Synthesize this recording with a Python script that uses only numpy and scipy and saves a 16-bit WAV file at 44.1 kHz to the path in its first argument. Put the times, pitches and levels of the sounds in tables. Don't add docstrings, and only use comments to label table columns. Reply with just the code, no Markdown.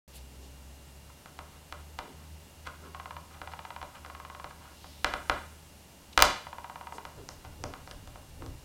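import sys
import numpy as np
from scipy import signal
from scipy.fft import rfft, irfft
from scipy.io import wavfile

SR = 44100
rng = np.random.default_rng(int(sys.argv[2]) if len(sys.argv) > 2 else 0)


def inscribe(sig):
    pcm = np.round(np.clip(np.atleast_2d(sig).T, -1, 1) * 32767)
    wavfile.write(sys.argv[1], SR, pcm.astype(np.int16))


N = 381024
TIME = np.arange(N) / SR

# (time [s], blow [dB], hardness as corner [Hz], resonance of the spot [Hz],
# free ringing of the steel [dB re blow])
RING_HITS = [(1.2585, -16.5, 2260, 1410, -40), (1.3897, -11, 2620, 1080, -40),
             (1.7244, -10, 3600, 1270, -40), (1.9886, -6.5, 3590, 950, -40), (2.6727, -11, 2608, 1510, -40),
             (3.416, -7, 1810, 1480, -40), (3.8280, -9, 2180, 990, -40), (3.9698, -24, 1806, 1305, -40),
             (4.4433, -8, 2007, 1043, -40), (4.8432, -15.5, 1500, 936, -23), (5.045, 6.5, 4200, 1663, -42),
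             (5.1378, 1.5, 2330, 1440, -42), (5.297, 8.5, 2550, 1430, -40), (6.1763, 11, 4380, 1332, -11),
             (6.1914, 4.5, 4100, 1560, -27), (6.2029, 3, 4300, 950, -9), (6.2117, -4.5, 5500, 1350, 5),
             (6.223, 14, 15200, 1130, -2.5), (6.231, -1, 6000, 2530, -7), (6.2408, -16, 12000, 7900, -17),
             (6.2427, -15, 9000, 1310, -30), (6.2519, -4, 9900, 1300, -16), (7.0518, -11, 3000, 1020, -40),
             (7.7373, -11.5, 2604, 1220, -44), (8.1574, -14.5, 1560, 755, -34),
             (8.4215, -13.5, 1670, 1150, -45)]


def undb(db):
    return 10 ** (np.asarray(db) / 20)


def unit(x):
    return x / np.std(x)


def add(track, s, sound):
    i = int(s * SR)
    track[i:i + len(sound)] += sound[:N - i]


def through(x, response):
    return signal.fftconvolve(x, response)[:N]


def band(x, lo_hz, hi_hz, order=2):
    sos = signal.butter(order, [lo_hz, min(hi_hz, .45 * SR)], "band", fs=SR, output="sos")
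    return signal.sosfilt(sos, x)


def noise(spectrum):
    hz, db = np.transpose(spectrum)
    bins = np.maximum(np.arange(N // 2 + 1) * SR / N, 1)
    colour = undb(np.interp(np.log(bins), np.log(hz), db))
    return unit(irfft(rfft(rng.standard_normal(N)) * colour, N))


def swell(s, half_s, db):
    return undb(db) * np.exp(-.5 * ((TIME - s) / half_s) ** 2)


def ring_down(modes):
    t = np.arange(SR // 3) / SR
    return sum(undb(db) * np.sin(2 * np.pi * hz * t) * np.exp(-np.log(1000) * t / t60)
               for hz, db, t60 in modes)


def contact(db, corner_hz):
    k = np.arange(1, 257)
    force = k * np.exp(-2 * np.pi * corner_hz * k / SR)
    return undb(db) * force / force.sum()


def spot(force, hz, boost_db, width_hz):
    force = np.pad(force, (0, SR // 40))
    favoured = band(force, max(hz - width_hz / 2, 100), hz + width_hz / 2, order=1)
    return force + undb(boost_db) * favoured


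def room_tone(flutter_db=2, octave_db=-14, waver_hz=4, low_db=-62, air_db=-55.5):
    # (time [s], pitch [Hz], level [dB])
    hum_course = [(0.1, 66.1, -56), (0.21, 64.4, -49), (1.03, 69.5, -54.5), (1.18, 72.6, -57),
                  (1.21, 75.2, -71), (1.41, 74, -50.5), (1.53, 75.3, -58.5), (1.96, 74.6, -48.5),
                  (2.11, 77.6, -71), (2.15, 77.4, -52.5), (2.36, 76.5, -49.5), (2.56, 78.5, -66),
                  (2.61, 77.8, -51), (3.61, 78.8, -55), (3.71, 78.6, -64), (3.83, 76.2, -50),
                  (3.98, 73.9, -67), (4.0, 74.7, -53.5), (4.87, 74.8, -58.5), (4.95, 74.5, -56),
                  (5.5, 77.5, -53), (5.88, 76, -64), (6.7, 75.5, -57.5), (7.1, 75, -62)]
    # (pitch [Hz], level [dB])
    whine_tones = [(576.0, -72), (2789, -71), (2934, -78.5)]
    # (frequency [Hz], relative density [dB])
    air_colour = [(60, -12), (110, -23), (145, -3.5), (200, -8), (300, -12), (450, -14.5), (700, -15.5),
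                  (880, -13.5), (1100, -19.5), (1600, -21.5), (3400, -22.5), (8000, -24.5), (13000, -28),
                  (16000, -33.5)]
    s, hz, db = np.transpose(hum_course)
    flutter = flutter_db * unit(band(rng.standard_normal(N), 1.5, 6.2))
    phase = 2 * np.pi * np.cumsum(np.interp(TIME, s, hz)) / SR
    hum_level = np.sqrt(2) * undb(flutter + np.interp(TIME, s, db))
    hum = hum_level * (np.sin(phase) + undb(octave_db) * np.sin(2 * phase))
    whines = 0
    for hz, db in whine_tones:
        drift = waver_hz * unit(band(rng.standard_normal(N), 1, 5.7, order=1))
        whines += np.sqrt(2) * undb(db) * np.sin(2 * np.pi * np.cumsum(hz + drift) / SR)
    low = undb(low_db) * unit(band(rng.standard_normal(N), 42, 139))
    return hum + whines + low + undb(air_db) * noise(air_colour)


def swells_and_rubs(spread=1.5):
    # (mid time [s], half length [s], level [dB], band centre [Hz])
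    swells = [(0.163, 0.014, -50.5, 8100), (0.164, 0.022, -54, 3960), (0.36, 0.14, -62, 270),
              (0.446, 0.022, -60.5, 4940), (2.065, 0.037, -56.5, 320), (2.842, 0.022, -55, 350),
              (4.892, 0.13, -58, 4000), (5.244, 0.3, -61, 7780), (6.132, 0.0035, -50.5, 3456),
              (6.956, 0.021, -56.5, 6204), (6.966, 0.014, -49, 338), (7.189, 0.013, -49.5, 400),
              (7.32, 0.026, -61, 5970), (7.667, 0.056, -54.5, 382.5), (7.897, 0.053, -66, 6440),
              (8.44, 0.028, -50, 400)]
    grit = rng.standard_normal(N)
    return sum(unit(band(grit, hz / spread, hz * spread)) * swell(s, half_s, db)
               for s, half_s, db, hz in swells)


def table_response(size=16384):
    # (frequency [Hz], relative level [dB])
    radiation = [(60, -52), (240, -4), (330, -9), (480, -4), (750, -2), (1000, -1), (1600, 1), (2500, 0),
                 (3800, 3), (6000, 0), (7000, -2), (8200, 0.5), (9800, -4), (11700, -1), (16000, -11.5)]
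    # (travel time at 1 kHz [s], relative level [dB], treble loss corner [Hz])
    wave_paths = [(.0008, 0, 30000), (.0025, -6, 4500), (.0043, 0, 3600), (.0088, -11, 2600),
                  (.014, -20, 1800)]
    # (frequency [Hz], relative level [dB], t60 [s])
    top_modes = [(597.3, -38, 0.15), (725, -64, 0.024), (913.4, -33, 0.06), (1097, -34.5, 0.12),
                 (1470, -38, 0.036), (2360, -42, 0.065), (2717, -40, 0.11)]
    hz = np.maximum(np.arange(size // 2 + 1) * SR / size, 1)
    points_hz, db = np.transpose(radiation)
    cepstrum = irfft(np.log(undb(np.interp(np.log(hz), np.log(points_hz), db))))
    colour = np.exp(rfft(np.r_[cepstrum[0], 2 * cepstrum[1:size // 2]], size))
    waves = 0
    for travel_s, path_db, loss_hz in wave_paths:
        phase = 4 * np.pi * travel_s * np.sqrt(1000 * hz)
        waves += undb(path_db) * np.exp(-1j * phase) / (1 + (hz / loss_hz) ** 2)
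    standing = 1 + 1j * rfft(ring_down(top_modes), size)
    response = irfft(colour * waves * standing)[:size // 2]
    return response / np.linalg.norm(response)


def rim_scrapes(table, grain_db=3.0, grain_samples=32):
    # (mid time [s], half length [s], level [dB])
    drags = [(1.098, 0.0058, -52.5), (1.553, 0.026, -59), (1.993, 0.0051, -43), (2.214, 0.032, -61),
             (2.672, 0.011, -42), (2.857, 0.022, -52), (3.346, 0.034, -53.5), (3.523, 0.0055, -44),
             (3.959, 0.015, -49), (4.509, 0.0054, -53), (4.656, 0.04, -54), (7.2, .025, -62),
             (7.455, 0.0095, -50.5), (7.916, 0.0031, -44.5)]
    roughness = np.repeat(rng.exponential(size=N // grain_samples + 1), grain_samples)[:N]
    slips = rng.standard_normal(N) * undb(grain_db * roughness)
    scraping = unit(through(band(slips, 770, 1540, order=1), table))
    return scraping * sum(swell(*drag) for drag in drags)


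def ring_strikes(table):
    # (frequency [Hz], relative level [dB], t60 [s])
    steel_modes = [(4847, -33.5, 0.074), (6210, -29, 0.016), (11680, -45, .05), (13080, -53, 0.16),
                   (13200, -47, .06)]
    on_table, on_steel = np.zeros(N), np.zeros(N)
    lags = rng.uniform(0, 0.00027, len(RING_HITS))
    for (s, db, corner_hz, spot_hz, free_db), lag in zip(RING_HITS, lags):
        add(on_table, s, spot(contact(db, corner_hz), spot_hz, boost_db=-1, width_hz=450))
        add(on_steel, s + lag, contact(db + free_db, corner_hz=18000))
    return through(on_table, table) + through(on_steel, ring_down(steel_modes))


def table_thumps(share_db=-44):
    # (frequency [Hz], relative level [dB], t60 [s])
    sway_modes = [(37.6, -1.5, 0.25), (60, 3.5, 0.18), (107.4, -9, 0.25), (140, -22, 0.37)]
    force = np.zeros(N)
    for s, db, *_ in RING_HITS:
        add(force, s, contact(db + share_db, corner_hz=300))
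    return through(force, ring_down(sway_modes))


def ring_rocking(table, usual_corner_hz=1900, rebound_gain=.35):
    # (start [s], end [s], taps [count], shortening per swing [s], second edge lag [s],
    # base level [dB], first spot [Hz], last spot [Hz], hardness corner of edge one [Hz], edge two [Hz])
    bouts = [(2.947, 3.166, 5, 0.00033, -.0039, -8.5, 1094, 993, 1890, 1940),
             (3.474, 3.815, 7, 0.00083, .00245, -8.5, 816, 1010, 2520, 2180),
             (4.048, 4.398, 8, 0.0003, .0003, -11.5, 1150, 1040, 2490, 1620),
             (6.468, 6.982, 10, 0.00024, 0.0032, -9, 970, 930, 1210, 1570)]
    force = np.zeros(N)
    for start_s, end_s, taps, quicken_s, late_s, db, first_hz, last_hz, *edges_hz in bouts:
        turns = np.arange(taps)
        uneven = late_s * (turns % 2) - quicken_s * turns ** 2 / 2
        times = np.linspace(start_s, end_s - uneven[-1], taps) + uneven
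        for k, s, spot_hz in zip(turns, times, np.linspace(first_hz, last_hz, taps)):
            corner_hz = edges_hz[k % 2]
            fullness = (usual_corner_hz / corner_hz) ** 0.7
            tap = contact(db, corner_hz) * fullness
            rebound_s = rng.uniform(.0012, .003)
            add(force, s, spot(tap, spot_hz, boost_db=7, width_hz=110))
            add(force, s + rebound_s, rebound_gain * tap)
    return through(band(force, 640, 4300), table)


def nail_clicks(table, decay_s=0.00051):
    # (time [s], click peak [dB], knock [dB], knock hardness as corner [Hz])
    snaps = [(4.0618, -43, -11, 1500), (7.2893, -25, -9.5, 1495), (7.4489, -50, -11, 1216),
             (7.6388, -22.5, 4.5, 758), (7.875, -40, -10.5, 1510), (7.912, -29, -11, 1590),
             (8.0743, -43, -12.5, 1150), (8.4626, -34, -12, 996)]
    knocks, clicks = np.zeros(N), np.zeros(N)
    t = np.arange(SR // 100) / SR
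    for s, click_db, knock_db, corner_hz in snaps:
        burst = rng.standard_normal(len(t)) * np.exp(-t / decay_s)
        click = band(burst, 1630, 6800, order=3)
        add(clicks, s, undb(click_db) * click / np.abs(click).max())
        add(knocks, s, contact(knock_db, corner_hz))
    return clicks + through(knocks, table)


def hand_bumps(attack_s=0.03, release_s=0.049, rest_from_s=7.17, rest_db=-55.5):
    # (time [s], level [dB])
    presses = [(7.19, -46.5), (7.5, -49), (7.65, -40.5), (7.96, -46), (8.09, -46), (8.41, -41.5),
               (8.5, -40)]
    # (frequency [Hz], relative density [dB])
    rumble_colour = [(13, -33), (22, 0), (43, -4.5), (81, -2), (146, -7), (178, -26), (300, -17),
                     (390, -64), (660, -120)]
    power = undb(rest_db) ** 2 * (TIME > rest_from_s)
    for s, db in presses:
        press = undb(db) * np.exp(-np.maximum((s - TIME) / attack_s, (TIME - s) / release_s))
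        power += press ** 2
    return noise(rumble_colour) * np.sqrt(power)


def room_reverb(x, predelay_s=0.0007, build_s=0.018):
    # (band [Hz], level [dB], t60 [s])
    echo_bands = [(60.23, -15, 0.34), (198, 1, 0.41), (447, -0.5, 0.35), (980, -3.5, 0.39),
                  (2000, -6, 0.46), (3931, -7, 0.45), (7700, -12.5, 0.38), (15000, -25, 0.28)]
    t = np.arange(SR // 2) / SR
    hz, db, t60 = np.transpose(echo_bands)
    log_bins = np.log(np.maximum(np.arange(len(t) // 2 + 1) * SR / len(t), 1))
    white = rfft(rng.standard_normal(len(t)))
    onset = np.clip((t - predelay_s) / build_s, 0, 1)
    response = 0
    for k, share in enumerate(np.eye(len(hz))):
        fade = onset * np.exp(-np.log(1000) * t / t60[k])
        echoes = irfft(white * np.interp(log_bins, np.log(hz), share), len(t))
        response += undb(db[k]) * echoes * fade / np.linalg.norm(fade)
    return through(x, response)


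def scene(rocking_send_db=-2):
    table = table_response()
    strikes = ring_strikes(table) + table_thumps()
    nails = nail_clicks(table)
    taps = ring_rocking(table)
    foreground = strikes + nails + rim_scrapes(table) + swells_and_rubs()
    echoes = room_reverb(foreground + undb(rocking_send_db) * taps)
    return np.tile(foreground + taps + echoes + hand_bumps() + room_tone(), (2, 1))


def record(dry):
    open_s, top_hz = .078, 15900
    opened = np.clip(dry, -1, 1) * (TIME > open_s)
    return signal.sosfilt(signal.ellip(10, .2, 70, top_hz, fs=SR, output="sos"), opened)


dry = scene()
out = record(dry)
inscribe(out)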